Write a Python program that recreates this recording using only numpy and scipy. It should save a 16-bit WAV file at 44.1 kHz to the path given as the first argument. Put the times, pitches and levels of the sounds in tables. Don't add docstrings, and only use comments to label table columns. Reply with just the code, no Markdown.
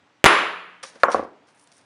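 import sys
import numpy as np
from scipy import signal
from scipy.fft import rfft, irfft, next_fast_len
from scipy.io import wavfile
from scipy.ndimage import uniform_filter1d, map_coordinates

SR = 44100
rng = np.random.default_rng(int(sys.argv[2]) if len(sys.argv) > 2 else 0)


def volts(x):
    e = np.asarray(x, float) / 20
    return 10 ** e


def inscribe(sig):
    pcm = np.round(np.clip(np.atleast_2d(sig).T, -1, 1) * 32767)
    wavfile.write(sys.argv[1], SR, pcm.astype(np.int16))


N = 81585
T = np.arange(N) / SR
SECOND = T[:SR]
BLOW_S = .242


def unit(x):
    return x / np.sqrt(np.mean(x ** 2) + 1e-20)


def along(points, hz):
    f, v = np.transpose(points)
    return np.interp(np.log(hz + 1), np.log(f + 1), v)


def filtered(x, response):
    m = next_fast_len(len(x) + 8192)
    spectrum = rfft(x, m) * response(np.fft.rfftfreq(m, 1 / SR))
    return irfft(spectrum, m)[:len(x)]


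def tail(t60s, tone):
    hz, t, z = signal.stft(rng.standard_normal(SR), SR, nperseg=256)
    colour = unit(volts(along(tone, hz))[:, None])
    decay = volts(-60 * t / along(t60s, hz)[:, None])
    return signal.istft(z * colour * decay, SR, nperseg=256)[1][:SR]


def ring(modes, attack_s, tilt_db=0, scatter_db=0):
    total = 0
    for hz, db, t60, *swing in modes:
        level = db + tilt_db * np.log2(hz / 1000) + scatter_db * rng.normal()
        decay = volts(level - 60 * SECOND / t60)
        total = total + np.prod(swing) * decay * np.sin(2 * np.pi * hz * SECOND)
    return (1 - np.exp(-SECOND / attack_s)) ** 2 * total


def waver(depth_db, rate_hz):
    return volts(depth_db * map_coordinates(rng.standard_normal(rate_hz + 4), [SECOND * rate_hz]))


def blur():
    return waver(2, 70)


def add(out, x, s):
    part = out[round(s * SR):][:len(x)]
    part += x[:len(part)]


# (frequency [Hz], level [dB])
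AIR_TONE = [(30, -27), (100, -1.5), (300, -7), (1000, -6), (2500, -13), (5000, -22), (8000, -29.5),
            (11500, -39)]


def air():
    air_db, hum_db = -61.5, -72
    hum_hz, half_width_hz, patchy_db = 295, 8, 1.3
    z = signal.stft(rng.standard_normal(N), nperseg=512)[2]
    patches = uniform_filter1d(rng.standard_normal(z.shape), 5, 0)
    patches = uniform_filter1d(patches, 10, 1)
    noise = signal.istft(z * volts(patchy_db * unit(patches)), nperseg=512)[1][:N]
    noise = filtered(noise, lambda hz: volts(along(AIR_TONE, hz)))
    hum = filtered(rng.standard_normal(N), lambda hz: 1 / (1 + ((hz - hum_hz) / half_width_hz) ** 2))
    return volts(air_db) * unit(noise) + volts(hum_db) * unit(hum)


# (time [s], rise [ms], fall t60 [ms], level [dB], brightness [dB/octave])
RUB_EVENTS = [(0.828, 5.6, 77, -33, -0.7), (0.839, 6.1, 230, -43, -2.5), (.86, 33, 67, -48.5, 1.5),
              (.92, 33, 440, -52, -5), (.838, 0.59, 12, -32.5, -2), (.897, 2.2, 400, -52, -2.5),
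              (0.9555, 0.55, 22, -46.5, -4.5), (.992, 14, 230, -51, -2.5), (1.038, 2.9, 87, -41, -3),
              (1.093, 18, 160, -46, 1), (1.115, 1.8, 193, -32, -2.5), (1.149, 10, 280, -27, -10),
              (1.234, 1.9, 61, -52, -3.5), (1.465, 11, 340, -63, 1), (1.484, 1.8, 52, -56.5, -2.5),
              (1.508, 0.96, 20, -59, -4), (1.522, 0.53, 20, -60, 17), (1.545, 2.2, 180, -60, 14),
              (1.572, 3.5, 130, -61, 8), (1.594, 0.93, 58, -51.5, 11.5), (1.612, .5, 15, -51, 14),
              (1.634, .5, 18, -54.5, 14), (1.637, .5, 19, -53, 12), (1.641, .5, 18, -53, 11),
              (1.607, 5.2, 240, -55, 14), (1.645, 34, 560, -66, 1), (1.6738, 0.31, 14, -51, 6),
              (1.7174, 0.39, 23, -50.5, -0.5), (1.724, 0.19, 11, -44.5, 3.5), (1.729, 5.3, 470, -59.5, 4.5),
              (1.762, 6, 57, -57, 7), (1.7798, .4, 16, -47.5, 10), (1.781, 2, 110, -60, 0.5),
              (1.812, 1, 43, -59, 0.5)]
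# (frequency [Hz], level [dB])
PAPER_TONE = [(200, -20.5), (500, -2.5), (1800, 0.5), (3000, -4), (5700, -1), (7800, -9), (9500, -1.5),
              (11500, -19)]


def rubs():
    out, t = np.zeros(N), T[:SR // 2]
    grain_db, grain_samples = 2.5, 30
    for s, rise_ms, fall_ms, db, tilt_db in RUB_EVENTS:
        steps = np.repeat(rng.standard_normal(len(t) // grain_samples), grain_samples)
        grains = rng.standard_normal(len(t)) * volts(grain_db * steps)
        noise = filtered(grains, lambda hz: volts(along(PAPER_TONE, hz) + tilt_db * np.log2(hz / 3000 + 0.039)))
        ms = t * 1000
        shape = np.minimum(ms / rise_ms, 1) * volts(-60 * np.maximum(ms - rise_ms, 0) / fall_ms)
        add(out, volts(db) * shape * unit(noise), s)
    return out


# (time [s], frequency [Hz], level [dB], t60 [s])
CHINK_EVENTS = [(.831, 530, -38, .09), (.833, 1188, -36.5, .077), (.831, 1773, -38, .043),
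                (.833, 5700, -41.5, .09), (.857, 6020, -47, .13), (.857, 6700, -47, .13),
                (.86, 4500, -50, .12), (.86, 3900, -52, .12), (.855, 5400, -48, .15),
                (.855, 8650, -50, .13), (.85, 10400, -58, .13), (.86, 9130, -56, .1),
                (1.0422, 6400, -36, .03), (1.04, 9780, -47, .07), (1.045, 7400, -52, .12),
                (1.079, 5700, -46, .09), (1.118, 5750, -33.5, .064), (1.118, 9300, -44, .044),
                (1.128, 4400, -37, .06)]


def chinks():
    out = np.zeros(N)
    for s, hz, db, t60 in CHINK_EVENTS:
        pair = [(hz, db, t60), (hz * 1.015, db - 5, t60)]
        add(out, blur() * ring(pair, t60 / 40), s)
    return out


# (frequency [Hz], level [dB])
WASH_TONE = [(80, -34.5), (220, -10), (550, -4.5), (1200, -0.5), (2000, -11.5), (3200, -25), (5000, -46),
             (10000, -52)]
# (frequency [Hz], t60 [s])
WASH_T60 = [(150, 0.8), (1000, 0.39), (4000, 0.17), (10000, 0.082)]


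def wash(tilt_db=0):
    tone = [(hz, db + tilt_db * np.log2(hz / 1000)) for hz, db in WASH_TONE]
    return tail(WASH_T60, tone) * (1 - np.exp(-SECOND / 0.004))


# (time [s], level [dB], brightness [dB/octave])
HANDLE_KNOCKS = [
    (.9572, -43, -8),
    (1.14515, -3.3, 0),
    (1.1642, -18, -3),
    (1.1938, -16, -5),
    (1.2272, -25, -5),
    (1.249, -30, -5),
    (1.27, -36, -3),
]
# (frequency [Hz], level [dB], t60 [s], first swing [sign])
HANDLE_MODES = [(200, -14, .015, -1), (221, -27, .1, -1), (291, -9.5, .013, 1), (335, -26, .09, 1),
                (446, -12.5, .045, 1), (552, -5.5, .04, -1), (640, -23, .1, 1), (725, -7, .035, -1),
                (802, -11, .032, 1), (1026, -21, .1, 1), (1112, 0, .019, 1), (1290, -18, .025, 1),
                (1643, -28, .047, 1)]


def handle_bounces():
    out = np.zeros(N)
    for s, db, tilt_db in HANDLE_KNOCKS:
        knock = volts(-26) * wash(tilt_db) + ring(HANDLE_MODES, .0005, tilt_db, scatter_db=.7)
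        add(out, volts(db) * knock, s)
    return out


# (frequency [Hz], level [dB], t60 [s], first swing [sign])
HEAD_MODES = [(341, -5.3, .004, -1), (468, -19, .069, -1), (562, -6.2, .039, 1), (654, -4.9, .021, 1),
              (733, -21, .12, -1), (832, -22, .12, 1), (1066, -5.9, .055, 1), (1214, -1.6, .042, 1),
              (1251, 11.7, .007, -1), (1463, -2.6, .019, 1), (1717, -1.1, .016, 1), (1884, -14, .036, 1),
              (2167, -10, .011, 1), (4300, -14, .003, 1)]
# (frequency [Hz], level [dB], t60 [s], first swing [sign])
REBOUND_MODES = [(316, -31, .052, 1), (477, -16, .031, 1), (551, -14, .047, -1), (622, -26, .083, -1),
                 (722, -21.5, .092, 1), (778, -24, .12, 1), (1067, -18.5, .085, 1), (1123, -11.5, .032, -1),
                 (1393, -14, .044, 1), (1689, -25, .035, -1)]


def head_landing():
    out = np.zeros(N)
    add(out, volts(-20.5) * wash() + ring(HEAD_MODES, .00015), 1.03413)
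    add(out, volts(-28) * wash() + ring(REBOUND_MODES, .0004), 1.0829)
    return out


def through_table(x):
    return filtered(x, lambda hz: hz ** 4 / (hz ** 4 + 120 ** 4))


# (frequency [Hz], level [dB])
CRACK_TONE = [(60, -52), (170, -29.5), (400, -8.5), (700, -13), (1150, -3.5), (2700, -14), (4800, -27),
              (11000, -44.5)]
# (frequency [Hz], t60 [s])
ROOM_T60 = [(80, 0.66), (250, 0.69), (1000, 0.69), (3000, 0.8), (6000, 0.53), (11000, 0.49)]
# (frequency [Hz], level [dB])
JANGLE_TONE = [(7600, -39), (8400, 0), (9300, -1.5), (10300, -3), (11000, -42)]
# (frequency [Hz], t60 [s])
TOOLS_T60 = [(8000, .22), (10500, 0.79)]
# (frequency [Hz], level [dB], t60 [s])
STEEL_MODES = [(5270, -9, .42), (6293, -8, .5), (6400, -2, .12), (7250, -7.5, .56), (8640, 0, .14),
               (8694, -12, .3), (9126, 3, .17), (9641, -10, .3), (10217, 2, .33), (11195, -12, .26)]
# (frequency [Hz], level [dB], t60 [s])
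SHELF_MODES = [(178, -22, 2.2), (339, 6, .4), (412, 4, .5), (470, -14, 1.0), (1130, 10, .35), (1187, 9, .4)]
# (frequency [Hz], level [dB], t60 [s])
BLOCK_MODES = [(1120, -5, .1), (1195, -4, .1)]


def blow():
    out = np.zeros(N)
    room = volts(-9) * tail(ROOM_T60, CRACK_TONE)
    jangle = volts(-37.5) * tail(TOOLS_T60, JANGLE_TONE)
    lines = sum(blur() * ring([mode], .009) for mode in STEEL_MODES)
    steel = volts(-29) * waver(1.5, 40) * lines
    shelf = volts(-27.5) * waver(1.5, 40) * ring(SHELF_MODES, .002)
    block = ring(BLOCK_MODES, .002)
    add(out, room + jangle + steel + shelf + block, BLOW_S)
    return out


def scene():
    table = through_table(chinks() + handle_bounces() + head_landing())
    return (air() + rubs() + table + blow())[None]


def band_limit(x):
    return signal.sosfilt(signal.butter(12, 21000, fs=SR, output="sos"), x)


# (time [s], hold [ms], return [ms], height [full scale])
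POP_EVENTS = [
    (.24197, .14, .06, 2),
    (.24211, .21, .06, -2.2),
    (.24233, .19, .06, 2.4),
    (.24252, .8, 1.0, -3),
    (.24408, .12, .06, 1.2),
    (.24732, .19, .08, 2.5),
    (.25466, .18, .08, 2.0),
    (.25671, .2, .08, .45),
    (.25898, .27, .08, 1.6),
    (.25963, .2, .08, 2.4),
]
# (time [s], level [dB])
GAIN_CURVE = [
    (0.261, 12.5),
    (0.269, 3.5),
    (0.274, 1),
    (.43, 2.5),
    (.53, 0.5),
    (0.798, 0.26),
]


def record(dry):
    free_s, coupling_s, edge_ms = .2589, .00032, .06
    low_hz, top_hz = 100, 11150

    def step(s, ms):
        return np.clip((T - s) * 1000 / ms + .5, 0, 1)

    swings = np.zeros(N)
    for s, hold_ms, back_ms, height in POP_EVENTS:
        swings += height * (step(s, edge_ms) - step(s + hold_ms / 1000, back_ms))
    pops = filtered(swings, lambda hz: 1 - 1 / (1 + 2j * np.pi * hz * coupling_s))
    free = 1 - step(BLOW_S, edge_ms) + np.clip((T - free_s) / .001, 0, 1)
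    s, db = np.transpose(GAIN_CURVE)
    gain = volts(np.interp(T, s, db, left=0))
    heard = filtered(dry[0], lambda hz: (1 - 1 / (1 + 1j * hz / low_hz)) ** 2 / (1 + (hz / top_hz) ** 60))
    x = heard * free * gain + pops
    x = filtered(np.clip(x, -1, 1), lambda hz: 1 / (1 + (hz / 12000) ** 6))
    x = filtered(np.clip(x, -.96, .96), lambda hz: 1.03 / (1 + (hz / 16800) ** 30))
    mix = np.clip(x, -1, 1)[None]
    return band_limit(mix)


dry = scene()
out = record(dry)
inscribe(out)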